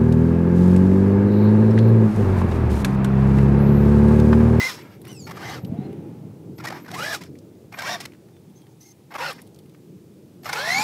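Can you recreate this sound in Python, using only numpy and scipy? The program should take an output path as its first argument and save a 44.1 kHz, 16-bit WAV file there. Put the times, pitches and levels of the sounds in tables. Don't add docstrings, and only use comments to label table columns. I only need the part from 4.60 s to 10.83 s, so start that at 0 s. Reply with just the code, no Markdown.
import sys
import numpy as np
from scipy import signal
from scipy.fft import rfft, irfft
from scipy.io import wavfile
from scipy.ndimage import uniform_filter1d

SR = 44100
rng = np.random.default_rng(int(sys.argv[2]) if len(sys.argv) > 2 else 0)


def int16_out(signal):
    q = np.round(np.clip(np.atleast_2d(signal).T, -1, 1) * 32767)
    wavfile.write(sys.argv[1], SR, q.astype(np.int16))


N = 274743
TIME = np.arange(N) / SR


def undb(db):
    return 10 ** (np.asarray(db) / 20)


def unit(x):
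    return x / np.sqrt(np.mean(x ** 2))


def automation(table, fade_s=0.0071):
    times, *cols = np.transpose(table)
    span = slice(int(times[0] * SR), min(int(times[-1] * SR), N))
    t = TIME[span]
    since_start = t - times[0] + (times[0] <= 0)
    until_stop = times[-1] - t + (span.stop >= N - 300)
    fade = np.clip(np.minimum(since_start, until_stop) / fade_s, 0, 1)
    return span, fade, [np.interp(t, times, col) for col in cols]


def region(start, stop, fade_s):
    span, fade, (t,) = automation([(start, 0.), (stop, stop - start)], fade_s)
    return span, fade, t


def wander(rate_hz, size=N):
    hold = int(SR / rate_hz)
    steps = np.repeat(rng.standard_normal(size // hold + 3), hold)
    return 1.4 * uniform_filter1d(uniform_filter1d(steps, hold), hold)[hold:hold + size]


def ring(x, hz, width_hz):
    return signal.lfilter(*signal.iirpeak(hz, hz / width_hz, SR), x)


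def colour(x, eq):
    hz, db = np.transpose(eq)
    f = np.arange(len(x) // 2 + 1) * SR / len(x) + 1
    return unit(irfft(rfft(x) * undb(np.interp(np.log(f), np.log(hz), db)), len(x)))


def tone(hz, rough, flutter_db, skirt_hz):
    skirt = (wander(skirt_hz, len(hz)) + 1j * wander(skirt_hz, len(hz))) / np.sqrt(2)
    rough = np.clip(rough, 0, 1)
    flutter = undb(flutter_db * wander(43.96, len(hz)))
    envelope = flutter * (np.sqrt(1 - rough) + np.sqrt(rough) * skirt)
    return np.sqrt(2) * np.imag(envelope * np.exp(2j * np.pi * np.cumsum(hz) / SR))


def shell(x, spacing_hz=330, width_hz=70, floor=.35):
    f = np.arange(len(x) // 2 + 1) * SR / len(x)
    modes = np.cumsum(spacing_hz * rng.uniform(.4, 1.6, 60))
    above = np.clip(np.searchsorted(modes, f), 1, len(modes) - 1)
    detune_hz = np.minimum(abs(f - modes[above]), abs(f - modes[above - 1]))
    gain = floor + 1 / np.sqrt(1 + (2 * detune_hz / width_hz) ** 2)
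    return irfft(rfft(x) * gain / np.sqrt(np.mean(gain ** 2)), len(x))


# time_s, pitch_hz, level_db
PINION_CURVES = [
    [(0.0, 2011, -21), (0.041, 2040, -25), (0.071, 2112, -29.5), (0.096, 1877, -33), (0.126, 1554, -49.5)],
    [(0.801, 1004, -49.5), (0.831, 1504, -42.5), (0.866, 2024, -43), (0.921, 1955, -45.5),
     (0.951, 1502, -41.5), (0.996, 1258, -46)],
    [(2.321, 608.1, -43.5), (2.356, 980.4, -38.5), (2.387, 1222, -34), (2.467, 1710, -29.5),
     (2.516, 1740, -34), (2.546, 1499, -30.5), (2.571, 1180, -38)],
    [(3.231, 1000, -33.5), (3.253, 1069, -39.5), (3.273, 1521, -34.5), (3.293, 1723, -39.5),
     (3.321, 1910, -36.5), (3.371, 1726, -43)],
    [(4.596, 1153, -40.5), (4.626, 1304, -34.5), (4.656, 1429, -33), (4.696, 1321, -40), (4.726, 1052, -33)],
    [(5.951, 1224, -38), (5.985, 1483, -30.5), (6.066, 1832, -32), (6.129, 2076, -22.5),
     (6.191, 2321, -24.5), (6.231, 2457, -35.5)],
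]
SLOW_STAGE_RATIOS = [0.4, .4, .377, .39, .4, .356]
WHINE_TEXTURE = [(.25, .012), (.5, .02), (.18, .008), (.15, .01), (.4, .02), (.12, .005)]
# overtones_db, slow_stage_db
GEAR_MIX = [(-41.5, -67.5), (-51, -42), (-41, -38), (-42, -34.5), (-39, -37.5), (-36.5, -27)]


def gears(pinion_teeth=9, throb_teeth=28, throb_depth=.35, overtone_db_per_oct=9, stage_db_per_oct=18):
    out = np.zeros(N)
    bursts = zip(PINION_CURVES, SLOW_STAGE_RATIOS, WHINE_TEXTURE, GEAR_MIX)
    for curve, ratio, (rough, waver), (overtones_db, stage_db) in bursts:
        span, fade, (hz, db) = automation(curve)
        octaves = np.log2(hz / hz.max())
        hz = hz * (1 + waver * wander(60, len(hz)))
        throb = 1 + throb_depth * tone(hz / throb_teeth, .3, 2, 30)
        mesh = undb(db) * throb * tone(hz, rough, 1, 250)
        overtones = tone(2 * hz, .72, 3, 600) + undb(-4) * tone(3 * hz, .95, 3, 1200)
        overtones *= undb(overtones_db + overtone_db_per_oct * octaves)
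        overtones = shell(fade * overtones, floor=.3)
        stage = tone(ratio * hz, rough, 1, 120)
        shaft = undb(-14) * tone(hz / pinion_teeth, 0.147, 2, 45)
        low_whine = undb(stage_db + stage_db_per_oct * octaves) * (stage + shaft)
        out[span] += fade * (mesh + overtones + low_whine)
    return out


# pitch_hz, width_hz, gain_db
CHASSIS_MODES = [(766, 546, 21.5), (1610, 63, -33.5), (2193.6, 367, 20.5), (3220, 100, -33),
                 (4320, 56, -2.5), (5248, 360, 4.5), (6000, 73, -20), (6250, 95, -6.5), (6400, 80, -55),
                 (10650, 320, -28)]
# freq_hz, gain_db
CHASSIS_EQ = [(260, -65.5), (450, -10.5), (734, 0), (1200, 0.5), (1810, 1), (2100, -2.5), (2510, -15),
              (5430, -14.5), (7410, -54), (12100, -22), (15600, -72)]


def chassis_noise(scatter_db=1.0, modes_db=-2, flare_db=3.5, crossover_hz=3200):
    impacts = rng.standard_normal(N) * undb(scatter_db * rng.exponential(size=N))
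    modes = sum(undb(db + flare_db * wander(45)) * ring(impacts, hz, width_hz)
                for hz, width_hz, db in CHASSIS_MODES)
    sound = colour(impacts, CHASSIS_EQ) + undb(modes_db) * unit(modes)
    f = np.arange(N // 2 + 1) * SR / N
    low = irfft(rfft(sound) / (1 + (f / crossover_hz) ** 6), N)
    return unit(low), unit(sound - low)


# four times_s (once sorted: start, full, lift, stop), level_db, relative treble_db
WHEELSPINS = [
    [(-.05, 0, 0.0978, 0.2293, -35, 0), (.12, .17, 0.341, 0.438, -53, -15),
     (.435, .45, 0.511, .62, -52.5, -6)],
    [(.72, 0.847, 0.9498, 1.03, -38, -7.5)],
    [(1.98, 2.05, 2.294, 2.12, -44, -15.5), (2.11, 2.15, 2.181, 2.235, -40.5, -13),
     (2.23, 2.26, 2.346, 2.31, -55, -7.5), (2.3, 2.43, 2.5485, 2.6, -34.5, -2.5),
     (2.57, 2.6, 2.67, 2.72, -57.5, -2)],
    [(3.115, 3.125, 3.66, 3.2, -49, -12), (3.17, 3.27, 3.35, 3.39, -32.5, -7),
     (3.35, 3.37, 3.46, 3.445, -48, -3), (3.445, 3.455, 3.465, 3.52, -55.5, -5)],
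    [(4.57, 4.63, 4.71, 4.745, -34.5, -6), (4.71, 4.735, 4.76, 4.92, -53, -0.5)],
    [(5.86, 5.985, 6.615, 6.3, -31, -6.5)],
]
# pitch_hz, width_hz, relative level_db
RASP_RINGS = [(3700, 300, -10), (3000, 300, -12), (5300, 300, -10), (5550, 350, -6), (2700, 130, -5),
              (4200, 500, -8)]


def grind(swell_db=14, decay_db=30, brighten_db_per_s=30):
    low, high = chassis_noise()
    out = np.zeros(N)
    for spins, (hz, width_hz, rasp_db) in zip(WHEELSPINS, RASP_RINGS):
        loudest_db = max(spin[4] for spin in spins)
        for *times, level_db, treble_db in spins:
            start, full, lift, stop = sorted(times)
            span = slice(max(int(start * SR), 0), min(int(stop * SR), N))
            t = TIME[span]
            db = level_db - np.interp(t, [start, full, lift, stop], [swell_db, 0, 0, decay_db])
            fade = np.clip(np.minimum(t - start, stop - t) / .006, 0, 1)
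            treble = undb(treble_db + brighten_db_per_s * (np.minimum(t, lift) - full)) * high[span]
            grip_db = 0.21 * wander(61.66, len(t))
            rasp_gain = undb(rasp_db + db - loudest_db + 1.19 * wander(50, len(t)))
            rasp = rasp_gain * unit(ring(rng.standard_normal(len(t)), hz, width_hz))
            out[span] += fade * undb(db + grip_db) * shell(low[span] + treble + rasp)
    return out


# start_s, stop_s, level_db
WHISTLE_CUES = [(0, .2, -61.5), (.2, .5, -68), (.65, 1.102, -59.5), (1.95, 2.5, -61), (3.11, 3.35, -60.5),
                (4.5, 4.7, -57.5), (5.82, 6.01, -53.5)]


def controller_whistle(pitch_hz=12169, sag_db_per_s=14):
    out = np.zeros(N)
    for start, stop, db in WHISTLE_CUES:
        span, fade, t = region(start, stop, fade_s=0.0257)
        out[span] += fade * undb(db - sag_db_per_s * t) * tone(np.full(len(t), pitch_hz), .3, 2, 120)
    return out


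# time_s, level_db, relative upper_edge_db
WIND_CURVE = [(0.0, -39, -36), (0.35, -43.5, -20), (0.6, -40, -21.5), (1.2, -33.5, -19.5),
              (1.45, -34, -24.5), (1.96, -40.5, -23.5), (2.69, -40.5, -30), (2.95, -46, -23),
              (3.33, -43.5, -29), (4.09, -49, -17), (4.53, -48.5, -21), (4.77, -45, -18),
              (5.43, -45.5, -31), (5.88, -45.5, -25), (6.23, -41.5, -25)]
# freq_hz, gain_db
RUMBLE_EQ = [(12, -75), (20, -6.5), (54, -30), (96, -4.5), (152, 0), (211, -5), (256, -8), (321, -4),
             (464, -12), (681, -25.5), (797, -38), (1040, -38.5), (1300, -38), (1690, -43), (2860, -120)]


def wind():
    times, *levels_db = np.transpose(WIND_CURVE)
    db, edge_db = (np.interp(TIME, times, level_db) for level_db in levels_db)
    air = colour(rng.standard_normal(N), RUMBLE_EQ)
    bands_hz = 30 * 2 ** np.arange(0, 5.6, 1 / 3)
    rumble = unit(sum(undb(3 * wander(12)) * ring(air, hz, hz / 3) for hz in bands_hz))
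    upper_edge = unit(ring(ring(rng.standard_normal(N), 812, 300), 803, 234))
    return undb(db) * (rumble + undb(edge_db) * upper_edge)


def rush(centre_hz=1976, bed_db=-82, peak_s=1.21, peak_db=-58, rise_db_per_s=43, fall_db_per_s=28):
    past_peak = TIME - peak_s
    swell_db = peak_db - np.maximum(-rise_db_per_s * past_peak, fall_db_per_s * past_peak)
    air = unit(ring(ring(rng.standard_normal(N), centre_hz, 1800), centre_hz, 1800))
    return undb(np.maximum(bed_db, swell_db) + 1.2 * wander(25.43)) * air


# freq_hz, gain_db
HISS_EQ = [(530, -48), (900, -11.5), (955, -7.5), (1840, -12), (2360, -10), (2570, -11), (15600, -16)]


def hiss(level_db=-64.5):
    return undb(level_db) * colour(rng.standard_normal(N), HISS_EQ)


# start_s, level_db, ring_hz, relative treble_db, length_s
JERK_HITS = [(0.177, -37, 1950, -13, 0.0256), (0.667, -32, 875, -4.5, 0.0252),
             (0.69, -33, 869, -6.5, 0.0176), (0.707, -28.5, 1106, -5.5, 0.01787),
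             (0.766, -34, 1190, -8, 0.0216), (1.98, -37.5, 1987, -3.5, 0.017),
             (1.997, -34, 1360, -9, 0.0192), (2.038, -32.5, 816, -1.5, 0.0163),
             (2.05, -25, 1640, -4.5, 0.0153), (2.068, -28, 1906, -2.5, 0.0164),
             (2.082, -27.5, 1918, -0.5, 0.0115), (2.101, -23.5, 1331, -10, 0.0108),
             (2.122, -28.5, 770, -11, 0.0105), (2.246, -41.5, 1610, -7.5, 0.0086),
             (2.26, -36, 1770, -8.5, 0.0097), (2.278, -32, 1484, -9, 0.0215),
             (2.314, -31, 874, 3.5, 0.0055), (2.336, -29, 824, -3.5, 0.029),
             (2.608, -37.5, 1990, -1.5, 0.0265), (2.634, -45, 1336, 7.5, 0.0099),
             (3.123, -37, 2330, -5.5, 0.0105), (3.138, -31.5, 2376, -17, 0.0168),
             (3.185, -26.5, 1541, -0.5, .019), (3.205, -29, 1405, -7.5, 0.0086),
             (3.219, -24.5, 2130, -0.5, 0.00995), (3.401, -33.5, 1900, 4, 0.0207),
             (3.452, -32, 2000, 5, 0.0112), (4.506, -32.5, 890.7, -14.5, 0.033),
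             (4.537, -31.5, 784, -8, 0.0146), (4.55, -22.5, 1144, -13.5, 0.0212),
             (4.581, -27, 900, -11.5, 0.0177), (4.593, -25.5, 933.6, -10, 0.0843),
             (4.779, -41, 1935, -8.5, 0.029), (5.832, -47, 789, 1.5, 0.0097),
             (5.843, -37, 788, 0.5, 0.0185), (5.856, -24.5, 1227, -5.5, 0.0189),
             (5.873, -28, 1023, -9.5, 0.0165), (5.889, -23.5, 1480, -4.5, 0.0186),
             (5.927, -19.5, 2202, -1.5, .017)]


def jerks(skew=.75, trim_db=-9):
    low, high = chassis_noise()
    out, t = np.zeros(N), TIME[:SR // 10]
    tail = .1 * np.exp(-t / .02)
    for start, db, hz, treble_db, length in JERK_HITS:
        span = slice(int(start * SR), int(start * SR) + len(t))
        shake = shell(low[span] + 0.766 * unit(ring(low[span], hz, 53.3)) + undb(treble_db) * high[span])
        swell = np.sin(np.pi * np.clip(t / length, 0, 1) ** skew)
        out[span] += undb(db + trim_db) * shake * (swell + tail)
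    return out


# start_s, level_db, ring_hz, relative treble_db
SAND_HITS = [(0.416, -40.5, 3690, 2.5), (0.451, -32.5, 2000, -6), (0.47, -32.5, 1690, -11.5),
             (0.479, -38.5, 2910, 3.5), (0.515, -42, 2900, 1.5), (0.529, -39.5, 4600, 2),
             (1.048, -31.5, 3470, -15), (1.328, -39.5, 2150, -9), (2.754, -43, 2220, -18.5),
             (2.787, -40, 5300, -28), (3.52, -39.5, 2100, -22.5), (3.534, -39.5, 2100, -21),
             (3.548, -42, 1770, -17.5), (3.685, -47, 1500, -19.5), (3.765, -46.5, 1800, -20),
             (3.899, -51.5, 2440, -1.5), (4.017, -45.5, 3290, -4), (4.067, -43.5, 2020, -16.5),
             (4.728, -37.5, 2270, 5), (4.817, -40.5, 3670, 5.5), (4.873, -43.5, 3733, -2),
             (4.945, -44, 6150, -12), (4.96, -44.5, 3860, -11), (4.988, -41.5, 4420, -3),
             (5.146, -41.5, 1670, -19)]


def sand_ticks(t60_s=0.0257, trim_db=-7, patter_s=(4.85, 5.15), patter_db=-54.5, patter_hz=3500):
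    out, t = np.zeros(N), TIME[:SR // 10]
    envelope = (1 - np.exp(-t / 0.00067)) * undb(-60 * t / t60_s)
    patter = [(np.interp(when, [0, 1], patter_s), patter_db + 8 * size, patter_hz * 2 ** (pitch - .5), -5)
              for when, size, pitch in rng.uniform(size=(6, 3))]
    for start, db, hz, treble_db in [*patter, *SAND_HITS]:
        noise = rng.standard_normal(len(t))
        bright = unit(ring(ring(noise, 9650, 7000), 9650, 7000))
        crack = unit(ring(noise, hz, hz / 2)) + undb(treble_db) * bright
        i = int(start * SR)
        out[i:i + len(t)] += undb(db + trim_db) * crack * envelope
    return out


# start_s, peak_s, stop_s, start_hz, peak_hz, stop_hz, first_db, second_db, third_db
SERVO_MOVES = [(.471, 0.502, .676, 2710, 3070, 2182, -50.5, -53, -61.5),
               (1.171, 1.202, 1.276, 1920, 1912, 2062, -73, -65, -85.5),
               (3.951, 3.975, 4.02, 1940, 2170, 2103, -83, -85, -67.5),
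               (4.081, 4.1, 4.14, 2087, 2107, 2127, -85, -85, -72.5),
               (4.201, 4.268, 4.331, 1953, 2157, 2081, -66, -72, -57)]
SERVO_ROUGHNESS = [.2, .15, .33, .33, .33]


def servo(settle_s=.04, first_db_per_oct=55, third_db_per_oct=-15):
    out = np.zeros(N)
    scratch = rng.standard_normal(N) * undb(2.34 * wander(160))
    gear_noise = unit(ring(scratch, 5900, 1500)) + undb(-3) * unit(ring(scratch, 10800, 4500))
    waver = 1 + .008 * wander(60)
    for move, rough in zip(SERVO_MOVES, SERVO_ROUGHNESS):
        start, peak, stop, *pitches_hz, first_db, second_db, third_db = move
        span, fade, t = region(start, stop, fade_s=.012)
        settled = max(stop - settle_s, peak + .01)
        glide_hz = np.interp(t + start, [start, peak, settled], pitches_hz)
        hz = uniform_filter1d(glide_hz, size=SR // 50, mode="nearest")
        octaves = np.log2(hz / hz.max())
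        first_db += first_db_per_oct * octaves
        third_db += third_db_per_oct * octaves
        partials = sum(undb(db) * tone(k * hz * waver[span], rough * k, 2.5, 350)
                       for k, db in enumerate([first_db, second_db, third_db], 1))
        out[span] += fade * (partials + undb(third_db - 3) * gear_noise[span])
    return out


# start_s, level_db, pitch_hz
GUST_HITS = [(1.03, -19.5, 150.7), (1.043, -21, 191.6), (1.088, -19.5, 123.1), (1.115, -15, 210),
             (1.129, -19, 154), (1.181, -15.5, 208), (1.199, -23, 168.7)]


def gust_thumps():
    out, t = np.zeros(N), TIME[:SR // 10]
    envelope = np.exp(-((t - .01) / 0.00452) ** 2)
    for start, db, hz in GUST_HITS:
        i = int(start * SR)
        out[i:i + len(t)] += undb(db) * np.sin(2 * np.pi * hz * t) * envelope
    return out


def drone(start_s=1.1, stop_s=1.85, from_hz=621, to_hz=855, glide_s=0.17, db=-49.5, sag_db_per_s=29):
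    out = np.zeros(N)
    span, fade, t = region(start_s, stop_s, fade_s=.02)
    hz = to_hz - (to_hz - from_hz) * np.exp(-t / glide_s)
    out[span] = fade * undb(db - sag_db_per_s * t) * tone(hz, 0.65, 1.5, 50.57)
    return out


# start_s, stop_s, start_hz, stop_hz, level_db
CHIRP_CUES = [(3.72, 3.79, 3600, 3500, -76), (3.845, 3.87, 3900, 3400, -72), (3.97, 4.09, 3350, 3150, -76)]


def chirps():
    out = np.zeros(N)
    for start, stop, start_hz, stop_hz, db in CHIRP_CUES:
        span, fade, t = region(start, stop, fade_s=0.0093)
        out[span] += fade * undb(db) * tone(np.linspace(start_hz, stop_hz, len(t)), .3, 2, 150)
    return out


def scene():
    truck = gears() + grind() + jerks() + servo() + controller_whistle()
    mono = truck + hiss() + sand_ticks() + wind() + rush() + gust_thumps() + drone() + chirps()
    return np.array([mono, mono])


def record(dry, low_cut_hz=70, high_cut_hz=15700):
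    thinned = signal.sosfilt(signal.butter(2, low_cut_hz, "high", fs=SR, output="sos"), dry)
    return signal.sosfilt(signal.ellip(12, .5, 70, high_cut_hz, fs=SR, output="sos"), thinned)


dry = scene()
out = record(dry)
int16_out(out)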